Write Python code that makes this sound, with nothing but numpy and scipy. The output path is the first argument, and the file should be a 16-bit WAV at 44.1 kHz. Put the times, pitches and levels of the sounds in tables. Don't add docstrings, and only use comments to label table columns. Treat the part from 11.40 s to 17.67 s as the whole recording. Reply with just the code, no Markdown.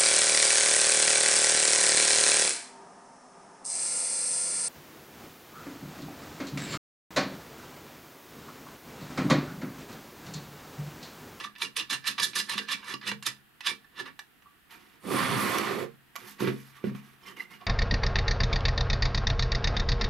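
import sys
import numpy as np
from scipy import signal
from scipy.fft import rfft, irfft, next_fast_len
from scipy.io import wavfile

SR = 44100
rng = np.random.default_rng(int(sys.argv[2]) if len(sys.argv) > 2 else 0)


def master_out(mix):
    frames = np.transpose(np.atleast_2d(mix))
    ceiling = np.clip(frames, -1, 1)
    pcm = np.round(ceiling * 32767).astype(np.int16)
    wavfile.write(sys.argv[1], SR, pcm)


N = 276374
TIME = np.arange(N) / SR
FFT_SIZE = next_fast_len(N + SR)
FFT_HZ = np.maximum(np.fft.rfftfreq(FFT_SIZE, 1 / SR), 1)

SLIDE_PATH = [(3.601, -69, -7, -10, 203), (3.652, -47, -8.5, 5, 189), (3.723, -33, -8.5, 5, 333),
              (3.8, -26.5, -16, -7, 252), (3.865, -28.5, -16.5, -3, 149), (3.96, -29.5, -15.5, -4.5, 152),
              (4.01, -29.5, -8.5, -2.5, 195), (4.07, -29.5, -11.5, -2, 212), (4.14, -29, -11, -6, 310),
              (4.18, -29.5, -13, -1.5, 350), (4.23, -32.5, -14.5, -5.5, 345), (4.288, -31, -17, -5, 392),
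              (4.365, -37.5, -13.5, 4, 375), (4.4, -38.5, -11.5, 5, 470), (4.438, -41.5, -12, 6, 493),
              (4.506, -64.5, -22, -9, 212), (4.559, -65, -8, -2, 176)]


def from_db(db):
    return 10 ** (np.asarray(db) / 20)


def unit_level(x):
    return x / np.sqrt(np.mean(x ** 2) + 1e-20)


def curve(points):
    hz, values = np.transpose(points)
    return np.interp(np.log(FFT_HZ), np.log(hz), values)


def keep_band(x, order, hz, kind="band"):
    return signal.sosfilt(signal.butter(order, hz, kind, fs=SR, output="sos"), x)


def colour(x, db):
    cepstrum = irfft(db * np.log(10) / 20, FFT_SIZE)
    cepstrum[1:FFT_SIZE // 2] *= 2
    cepstrum[FFT_SIZE // 2 + 1:] = 0
    return irfft(rfft(x, FFT_SIZE) * np.exp(rfft(cepstrum)), FFT_SIZE)[..., :x.shape[-1]]


def resonance(hz, width_hz):
    r = np.exp(-np.pi * width_hz / SR)
    return (1 - r * r) / 2 * np.array([1, 0, -1]), [1, -2 * r * np.cos(2 * np.pi * hz / SR), r * r]


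def gliding_ring(x, times, pitches, width_hz):
    out, state = np.zeros(N), np.zeros(2)
    for i in range(round(times[0] * SR), round(times[-1] * SR), 256):
        hz = np.interp(i / SR, times, pitches)
        out[i:i + 256], state = signal.lfilter(*resonance(hz, width_hz), x[i:i + 256], zi=state)
    return out / np.sqrt(np.mean(out[out != 0] ** 2))


def wobble(db, rate_hz, size=N):
    r = np.exp(-80 * np.pi * rate_hz / SR)
    slow = signal.lfilter([1], [1, -2 * r, r * r], rng.standard_normal(size // 40 + 2002))[2000:]
    gain = from_db(2 * db * np.tanh(unit_level(slow) / 2))
    return np.interp(np.arange(size) / 40, np.arange(len(slow)), gain)


def grit(per_second, spread_db, lumpy_db):
    sizes = from_db(spread_db * np.minimum(rng.exponential(1, N), 4)) * rng.choice([-1, 1], N)
    lands = rng.random(N) < per_second / SR
    return unit_level(sizes * lands * wobble(lumpy_db, 62))


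def workshop_hum():
    # frequency in Hz, level in dB.
    tone = [(15, -83), (25, -4.5), (130, -4), (242, -1.5), (394, -5.5), (591, -16.5), (734, -7.5),
            (796, -11), (1890, -4), (2110, -11), (2840, -9), (6050, -24.5), (11900, -19.5), (14400, -20.5),
            (16000, -24)]
    # frequency in Hz, likeness from 0 to 1.
    likeness = [(60, 0.38), (180, 0.35), (550, 0.085), (1650, 0.23), (4970, 0.13), (10000, 0.58),
                (15000, 0.83)]
    # frequency in Hz, left minus right in dB.
    balance = [(60, -3), (180, 2.5), (550, -5.5), (1650, -2), (4970, 2), (15000, -9)]
    common, apart = rfft(rng.standard_normal((2, FFT_SIZE)))
    alike = curve(likeness)
    common, apart = common * np.sqrt(1 + alike), apart * np.sqrt(1 - alike)
    left = (common + apart) * from_db(curve(tone) + curve(balance) / 2)
    right = (common - apart) * from_db(curve(tone) - curve(balance) / 2)
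    air = unit_level(irfft(np.array([left, right]), FFT_SIZE)[:, :N])
    return from_db(-61.5) * wobble(0.35, 0.47) * air


def room_echo(x, fade_s=0.18, wall_cut_hz=1500):
    dull = np.exp(-2 * np.pi * wall_cut_hz / SR)
    wall = (1 - dull) / (1 - dull * np.exp(-2j * np.pi * FFT_HZ / SR))
    echoes = np.zeros((2, len(FFT_HZ)), complex)
    for k, delay_s in enumerate(rng.uniform(.004, .03, 16)):
        one_round = from_db(-60 * delay_s / fade_s) * wall * np.exp(-2j * np.pi * FFT_HZ * delay_s)
        echoes[k % 2] += one_round / (1 - one_round) * (-1) ** (k // 2)
    return irfft(rfft(x, FFT_SIZE) * echoes, FFT_SIZE)[:, :N] / np.sqrt(8)


def bench_ring(shake):
    # pitch in Hz, level under a thud in dB, level under shaking in dB,
    # seconds to fade by 60 dB.
    modes = [(134.7, -18.5, -26.5, 0.74), (158.5, -13, -12.5, 0.395), (208, 6, -8, 0.31),
             (227.8, 5.5, -9.5, 0.26), (274.6, -36, -6.5, 0.206), (319, -11, -4.5, 0.065),
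             (371, 6.5, -1, 0.047), (456, -15, -10.5, 0.1)]
    # time in seconds, level in dB, extra bass in dB.
    thuds = [(5.005, -21.5, -25), (5.021, -10, -35), (5.042, -9.5, -28), (5.074, -10.5, -11),
             (5.095, -28, 4.5), (5.108, -42, -8), (5.44, -11.5, -9), (5.469, -26.5, 10),
             (5.515, -34.5, 9.5), (5.547, -43.5, 17.5)]
    # time in seconds, level in dB, favoured pitch in Hz.
    jolts = [(0.233, -45, 457), (.378, -46, 457), (.515, -56, 457), (0.52, -40.5, 277), (0.706, -50, 277),
             (0.801, -46, 457), (0.809, -51.5, 208), (.965, -47, 457), (1.154, -41, 208), (1.191, -57, 277),
             (1.195, -44.5, 457), (1.345, -46, 240), (1.539, -37.5, 319), (1.546, -47.5, 208),
             (1.716, -33, 185), (1.72, -43, 457), (2.315, -45.5, 371), (2.61, -40, 371)]
    thud_s, thud_db, bass_db = np.transpose(thuds)
    jolt_s, jolt_db, jolt_hz = np.transpose(jolts)
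    thud_at, jolt_at = np.round(thud_s * SR).astype(int), np.round(jolt_s * SR).astype(int)
    rough = shake * grit(4000, spread_db=5.0, lumpy_db=2.5) * from_db(-31.5)
    out = np.zeros(N)
    for hz, struck_db, shaken_db, fade_s in modes:
        force = rough * from_db(shaken_db) * wobble(4.6, 11.0)
        chance_db = rng.normal(0, 1, len(thuds))
        force[thud_at] += from_db(thud_db + struck_db - 17.5 + bass_db * (hz < 260) + chance_db)
        octaves_away = abs(np.log2(hz / jolt_hz))
        force[jolt_at] += from_db(jolt_db - 49 * octaves_away)
        r, angle = from_db(-60 / (fade_s * SR)), 2 * np.pi * hz / SR
        out += signal.lfilter([0, np.sin(angle)], [1, -2 * r * np.cos(angle), r * r], force + 1e-18)
    return keep_band(out, 4, [114, 566])


def bench_rumble(shake):
    times, *_, pitches = np.transpose(SLIDE_PATH)
    broad = unit_level(keep_band(grit(1500, spread_db=3.5, lumpy_db=0.5), 3, [100, 600]))
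    boom = gliding_ring(broad, times, pitches, width_hz=58)
    return shake * (from_db(-11.5) * broad + from_db(-5.0) * boom)


def brief_rings(swell_db_per_s=1500):
    # time of the peak in seconds, pitch in Hz, level in dB, seconds to fade 60 dB.
    rings = [(0.049, 1168, -36.5, 0.15), (1.2, 1600, -45, 0.31), (1.34, 2314, -46.5, 0.42),
             (3.063, 1150, -54, 0.23), (4.187, 5800, -36, 0.032), (5.372, 1153, -57, 0.97),
             (5.569, 1070, -61, 0.16), (5.835, 3040, -57, 0.36), (5.838, 5300, -62, 0.05),
             (5.872, 5300, -56, 0.1), (5.865, 2070, -52, 0.23), (5.88, 3000, -50, 0.19),
             (5.895, 1150, -51, 0.27), (5.91, 5200, -64, 0.045), (5.925, 3060, -59, 0.081),
             (5.97, 2800, -52, 0.27), (5.981, 2115, -45.5, 0.23), (6.006, 2050, -32.5, 0.039),
             (6.006, 3950, -50, 0.082), (6.01, 5030, -55, 0.06), (6.02, 2800, -48, 0.086),
             (6.029, 2050, -48, 0.083), (6.05, 2050, -51, 0.2), (6.12, 2140, -49, 0.15),
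             (6.13, 5060, -65, 0.067), (6.14, 2840, -53, 0.2), (6.218, 1130, -51.5, 0.32),
             (6.22, 730, -53, 0.13)]
    waver, rasp = wobble(.2, 120), wobble(5, 150)
    out = np.zeros(N)
    for k, (peak_s, hz, db, fade_s) in enumerate(rings):
        near = slice(max(round((peak_s - .1) * SR), 0), round((peak_s + 1) * SR))
        age = TIME[near] - peak_s
        shape_db = np.where(age < 0, swell_db_per_s * age, -60 * age / fade_s)
        shift = k * 9001
        phase = 2 * np.pi * hz * np.cumsum(np.roll(waver, shift)[near]) / SR
        out[near] += from_db(db + shape_db) * np.roll(rasp, shift)[near] * np.sin(phase)
    return out


def edge_song():
    # time in seconds, pitch in Hz, level in dB.
    path = [(3.6, 9300, -81), (3.7, 9800, -56.5), (3.77, 9600, -47), (3.9, 9500, -52), (3.97, 9700, -52),
            (4.02, 10600, -50), (4.07, 12200, -56), (4.13, 12500, -65), (4.2, 12000, -66),
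            (4.3, 11900, -70)]
    times, hz, db = np.transpose(path)
    force = grit(9000, spread_db=-3.0, lumpy_db=1.0)
    song = sum(wobble(2.5, 10) * gliding_ring(force, times, hz * ratio, width_hz=190)
               for ratio in (.96, 1, 1.05))
    return song * from_db(np.interp(TIME, times, db) - 1.0)


def frame_shimmer(x, fade_s=0.17):
    age = TIME[:SR // 5]
    tail = rng.standard_normal((2, len(age))) * from_db(-60 * age / fade_s)
    tail = keep_band(tail, 2, [500, 11800])
    tail /= np.sqrt(np.sum(tail ** 2, axis=1, keepdims=True))
    return irfft(rfft(x, FFT_SIZE) * rfft(tail, FFT_SIZE), FFT_SIZE)[:, :N]


def strokes(rows, fall_db_per_s, bench_lag_s=0.0074):
    gains, shake = np.zeros((3, N)), np.zeros(N)
    shape_db = [-100, 0, -2.5, -2.5 - fall_db_per_s]
    for peak_s, swell_s, hold_s, db, treble_db, shake_db, *bite_db in rows:
        corners = peak_s + np.array([-4 * swell_s, 0, hold_s, hold_s + 1])
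        near = slice(max(round(corners[0] * SR), 0), round((corners[2] + .4) * SR))
        age = TIME[near] - peak_s
        tail_db = np.where(age > 0, -15 - 0.37 * fall_db_per_s * age, -200)
        body_db = np.maximum(np.interp(TIME[near], corners, shape_db), tail_db)
        late_db = np.interp(TIME[near] - bench_lag_s, corners, shape_db)
        gains[:, near] += from_db(db + np.array([body_db, treble_db + 1.43 * body_db,
                                                 sum(bite_db) + body_db]))
        shake[near] += from_db(db + shake_db + 0.74 * late_db)
    return gains, shake


def hits(rows, fade_s, rise_s=0.0043):
    gains, age = np.zeros((3, N + SR)), TIME[:SR // 4]
    shape = from_db(-2.0 - 60 * age / fade_s) * (1 - np.exp(-age / rise_s))
    for start_s, db, treble_db, *bite_db in rows:
        at = round(start_s * SR)
        gains[:, at:at + len(age)] += shape * from_db([[db], [db + treble_db], [db + sum(bite_db)]])
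    return gains[:, :N]


def clinks(force, spots=32):
    landed = rng.integers(0, spots, len(force))
    pitches = np.linspace(np.sqrt(750), np.sqrt(15000), spots) ** 2
    return sum(signal.lfilter(*resonance(hz, 382 + 0.00077 * hz), force * (landed == k) + 1e-18)
               * (-1) ** k for k, hz in enumerate(pitches))


def leading_mode(hz, part, spread_s=0.012):
    # time in seconds, its pitch in Hz, lift in dB.
    leads = [(0.161, 1750, 11.5), (.16, 2620, 20), (.16, 4060, 6), (.23, 3450, 2.5), (.26, 2790, 18),
             (.37, 4760, 10.5), (.4, 2790, 9.5), (.41, 4880, 8), (.51, 3450, 8.5), (.535, 1750, 8),
             (.54, 2790, 17), (0.671, 1750, 2), (.68, 3890, 12), (.72, 2620, 9), (.795, 1030, 11),
             (.8, 4060, 4), (.84, 3450, 16), (.87, 6430, 14), (.96, 1750, 7), (.97, 6090, -1),
             (1.0, 2790, 0), (1.01, 4880, 17), (1.1, 2620, -3), (1.13, 1030, 12), (1.18, 1630, 10),
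             (1.19, 2790, 9), (1.19, 3030, 5), (1.31, 1150, 16), (1.33, 2330, 12), (1.33, 3450, 10.5),
             (1.48, 1750, 2), (1.5, 5860, 10), (1.545, 1150, 10), (1.69, 2790, 11), (1.69, 4060, 4),
             (1.83, 7200, 10), (1.87, 3450, -3), (1.9, 2330, 12.5), (2.211, 1915, 6.5), (2.275, 7200, 18),
             (2.29, 1630, 4), (2.3, 2330, 15), (2.3, 3030, 11), (2.61, 2330, 2), (5.87, 2330, 22),
             (5.885, 2727, 16), (5.9, 1840, 21), (5.97, 2330, 3), (5.97, 2960, 6), (6.0, 1600, 10),
             (6.15, 2330, 6), (6.21, 2960, 6)]
    time = np.arange(0, N + 64, 64) / SR
    lifts = [db * np.exp(-.5 * ((time - peak_s) / spread_s) ** 2)
             for peak_s, mode_hz, db in leads if abs(mode_hz / hz - 1) < .02]
    return np.repeat(from_db(sum(lifts)), 64)[:N][part] if lifts else 1


def steel(span_s, force, rub_gains, hit_gains, tone, modes, ring_db, wander_db):
    part = slice(round(span_s[0] * SR), round(span_s[1] * SR))
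    clinking = colour(clinks(force[part]), curve(tone))
    middle = unit_level(keep_band(clinking, 4, [770, 5500]))
    body = keep_band(middle, 2, 2200, "low")
    treble = unit_level(keep_band(clinking, 4, 5500, "high"))
    bands = np.array([body, treble, middle - body])
    rubbed = np.sum(rub_gains[:, part] * bands, axis=0)
    struck = np.sum(hit_gains[:, part] * bands, axis=0)
    push = colour(rubbed + struck, -np.maximum(curve(tone), -30))
    out = np.zeros(N)
    out[part] = rubbed + from_db(-5) * struck
    for hz, width_hz, db in modes:
        grip_hz = 30 + .006 * hz
        drive = push * wobble(wander_db, 18, len(push)) * leading_mode(hz, part)
        out[part] += from_db(ring_db + db) * signal.lfilter(*resonance(hz, width_hz + grip_hz), drive)
    return out


def dragged_frame():
    # frequency in Hz, level in dB.
    tone = [(290, -43), (500, 17.5), (773, 7), (946, -3.5), (1030, 5), (1360, 5.5), (1670, 1.5),
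            (1900, 3.5), (2260, 1.5), (4400, -7.5), (6140, -10), (12000, -3), (16000, -8)]
    # pitch in Hz, width in Hz, level in dB.
    modes = [(1096, 163, -6), (1400, 31, -17), (1780, 80, -14), (3300, 91, -25), (4290, 30, -16.5),
             (7660, 34, -15), (9130, 27, -12), (10100, 100, -26), (11560, 59, -12), (12300, 45, -21),
             (14100, 78, -26)]
    times, db, treble_db, rumble_db, _ = np.transpose(SLIDE_PATH)
    scrape, treble, shake = [from_db(np.interp(TIME, times, level_db, left=-200, right=-200))
                             for level_db in (db, db + treble_db, db + rumble_db)]
    gains, no_hits = np.array([scrape, treble, scrape]), np.zeros((3, N))
    force = grit(14000, spread_db=1.0, lumpy_db=0.66)
    return steel((3.5, 4.8), force, gains, no_hits, tone, modes, ring_db=9.5, wander_db=1.5), shake


def handled_frame():
    # time of full pressure, swell and hold in seconds, level in dB,
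    # then treble and bench shake in dB above that level.
    rubs = [(3.31, 0.02, 0.035, -50, -7.5, -11), (3.41, 0.15, 0.15, -62, -7.5, -2.5),
            (4.79, 0.052, 0.084, -53.5, -5.5, 0.5), (4.88, 0.059, 0.041, -57, 4.5, -40),
            (5.005, 0.025, 0.041, -37.5, -8.5, 8.5), (5.078, 0.029, 0.011, -37.5, -16, 5.5),
            (5.2, 0.72, 0.11, -63, 2, -24), (5.37, 0.073, 0.009, -54, -6.5, -25),
            (5.45, 0.042, 0.041, -49, -13, 7), (5.56, 0.041, 0.028, -54, -7, -12),
            (5.65, 0.1, 0.089, -62.5, -5.5, -2), (5.83, 0.067, 0.013, -59, -8, -5),
            (5.865, 0.03, 0.05, -51.5, -8.5, 1), (5.968, 0.006, 0.02, -54, -10, 3),
            (6.0, 0.035, .025, -51, -5, -9), (6.108, 0.025, 0.052, -53.5, -8.5, -2),
            (6.215, 0.023, 0.0074, -52, -21, -2)]
    # start in seconds, level in dB, treble in dB above that level.
    taps = [(4.1834, -2, -8), (4.755, -14.5, -7), (4.761, -10.5, -7), (5.004, -19, -7), (5.0733, -15, -35),
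            (5.44, -17.5, -35), (5.549, -28, -21), (5.8835, -40, 2), (5.965, -35, -10), (6.2108, -32, -28)]
    # frequency in Hz, level in dB.
    tone = [(290, -23), (500, -10), (631, -6), (868, 9), (1020, 1), (1320, 9), (1600, 7.5), (2040, 6.5),
            (7420, -18.5), (13100, -5.5), (16000, -36)]
    # pitch in Hz, width in Hz, level in dB.
    modes = [(751, 23, 15), (1120, 21, 16), (1600, 26, -25), (1840, 29, -3), (2140, 23, -18), (2330, 73, 5),
             (2727, 12, 5.5), (2960, 13, -16)]
    rubbing, shake = strokes(rubs, fall_db_per_s=336)
    tapping = hits(taps, fade_s=0.013)
    force = grit(14000, spread_db=2.0, lumpy_db=1.0)
    return steel((3.2, 6.3), force, rubbing, tapping, tone, modes, ring_db=-5.5, wander_db=3.5), shake


def twisted_bolt():
    # time of full pressure, swell and hold in seconds, level in dB,
    # then treble, bench shake and bite in dB above that level.
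    twists = [(0.0, 0.011, 0.011, -30, -19, -19.5, -7), (.045, 0.041, 0.012, -42, -6, -11, -2),
              (.226, 0.039, 0.0075, -33, -1, -11, 1.5), (.25, .012, 0.0062, -38.5, -14, -7, -14),
              (.366, 0.0085, 0.0077, -35.5, 4.5, -13, 5.5), (.395, 0.032, 0.011, -34, -7.5, -14, 2),
              (.502, 0.0097, 0.013, -31, -4, -10.5, -3.5), (.53, 0.026, 0.019, -33, -5.5, -20, 0),
              (.676, 0.03, 0.0065, -29.5, 1.5, -14, 4), (.705, .012, 0.011, -45.5, 0, -13, 1.5),
              (.781, 0.0024, 0.019, -29.5, -22, -17, 0.5), (.832, 0.04, 0.019, -35.5, 7.5, -10.5, 1),
              (.885, 0.017, 0.027, -58, 8, 5, 0), (.957, 0.013, 0.012, -30.5, 0, -17.5, -7),
              (.983, 0.04, 0.02, -34, 2, -12, 3.5), (1.045, 0.03, 0.037, -61, 6, -4, -6),
              (1.095, 0.017, 0.05, -31, -10, -16.5, -1), (1.182, 0.025, 0.0031, -34.5, -2.5, -7, -0.5),
              (1.22, 0.03, 0.023, -50, -8, -10, -4), (1.288, 0.013, 0.0061, -35, -14, -12, 1.5),
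              (1.32, 0.042, 0.013, -30.5, -3.5, -20, 3), (1.37, 0.029, 0.023, -53.5, -15, -7, -13),
              (1.49, 0.087, 0.039, -32.5, -13.5, -14, -6), (1.63, 0.033, .02, -43, -27, -10, -5),
              (1.675, 0.037, 0.02, -34, -6.5, -7, 1.5), (1.866, 0.019, 0.004, -27, 1.5, -14.5, 0.5),
              (2.271, 0.034, 0.0065, -31, 0, -15.5, 8), (2.295, 0.012, 0.017, -36, -7.5, -21, -11),
              (2.6, 0.053, 0.0054, -32.5, -16, -9.5, -3), (2.66, 0.022, 0.02, -35.5, -26, -13.5, -7.5)]
    # start in seconds, level in dB,
    # then treble and bite in dB above that level.
    knocks = [(0.04, -18, -35, 2), (0.152, -31.5, -32, 3.5), (0.16, -37, -27, 11), (0.182, -29, -1, -3),
              (0.2185, -23, -5, 16.5), (0.356, -33, -20, -3), (0.365, -22, -1.5, 5), (0.496, -26, -3, -3),
              (0.508, -18, -17, -2), (0.641, -18, -27, -2), (.655, -25, -9, -2), (0.785, -21, -22, -9),
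              (0.797, -14, 0, 4), (0.829, -33, -2, 10), (0.932, -25, -25, 8), (.94, -32, -23, 7),
              (1.0945, -20, 2.5, 9), (1.179, -17, -16, 9), (1.187, -20.5, -20, 12.5),
              (1.429, -21, -35, -20), (1.538, -15, -11, 2.5), (1.612, -32, -15, 8.5),
              (1.443, -21, -14, -17), (1.691, -18, -14, 0.5), (1.7146, -3.5, -21, -4.5),
              (1.825, -23.5, -1, 5), (1.832, -24.5, -3, -18), (2.206, -17.5, -11.5, 3.5),
              (2.212, -35, -11.5, -1), (2.444, -30.5, -33, -7), (2.7909, -11, -13.5, -5.5),
              (3.021, -30.5, -27, -7)]
    # frequency in Hz, level in dB.
    tone = [(290, -44), (500, 17), (761, -17), (1140, 2.5), (1460, 1.5), (1740, -8.5), (2130, -1),
            (3980, 2.5), (6800, -23), (10800, -10.5), (12300, -20), (16000, -84)]
    # pitch in Hz, width in Hz, level in dB.
    modes = [(1030, 8.3, 0.5), (1150, 6.6, 4), (1630, 21, -5), (1750, 11, 15.5), (1915, 21, 6.5),
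             (2330, 76, 1), (2620, 48, 4), (2790, 13.5, 8), (3030, 14, -16), (3450, 30, 3),
             (3890, 7.8, 0.5), (4060, 9.5, -10.5), (4760, 7, 2), (4880, 7, 0.5), (5380, 27, -5.5),
             (5860, 29, -13), (6090, 9.4, -14), (6430, 8.7, -32.5), (7200, 14, -14.5), (8240, 54, -13.5),
             (9080, 42, -6), (10600, 67, -28), (11370, 170, -14), (12500, 150, -15)]
    rattling, shake = strokes(twists, fall_db_per_s=563)
    knocking = hits(knocks, fade_s=0.018)
    force = grit(28000, spread_db=1.5, lumpy_db=0.8)
    return steel((0, 3.2), force, rattling, knocking, tone, modes, ring_db=0.0, wander_db=5.5), shake


def scene():
    # frequency in Hz, left minus right in dB.
    balance = [(60, -4), (120, -0.5), (240, -6), (480, -13), (950, -5.5), (1890, -5.5), (3770, -5.5),
               (7520, -8.5), (15000, 0.5)]
    bolt, bolt_shake = twisted_bolt()
    frame, frame_shake = handled_frame()
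    slide, slide_shake = dragged_frame()
    shake = from_db(-2.5) * bolt_shake + frame_shake + from_db(-3.5) * slide_shake
    wood = bench_ring(shake) + bench_rumble(slide_shake)
    metal = from_db(-9.0) * bolt + from_db(-2.5) * frame + from_db(-5.5) * slide + edge_song()
    direct = metal + from_db(-8) * frame_shimmer(metal) + brief_rings() + wood
    left, right = direct + from_db(-1.5) * room_echo(metal + wood)
    lean_db = curve(balance) / 2
    return np.array([colour(left, lean_db), colour(right, -lean_db)]) + workshop_hum()


def record(dry):
    return signal.sosfilt(signal.cheby2(14, 70, 16600, fs=SR, output="sos"), dry)


dry = scene()
out = record(dry)
master_out(out)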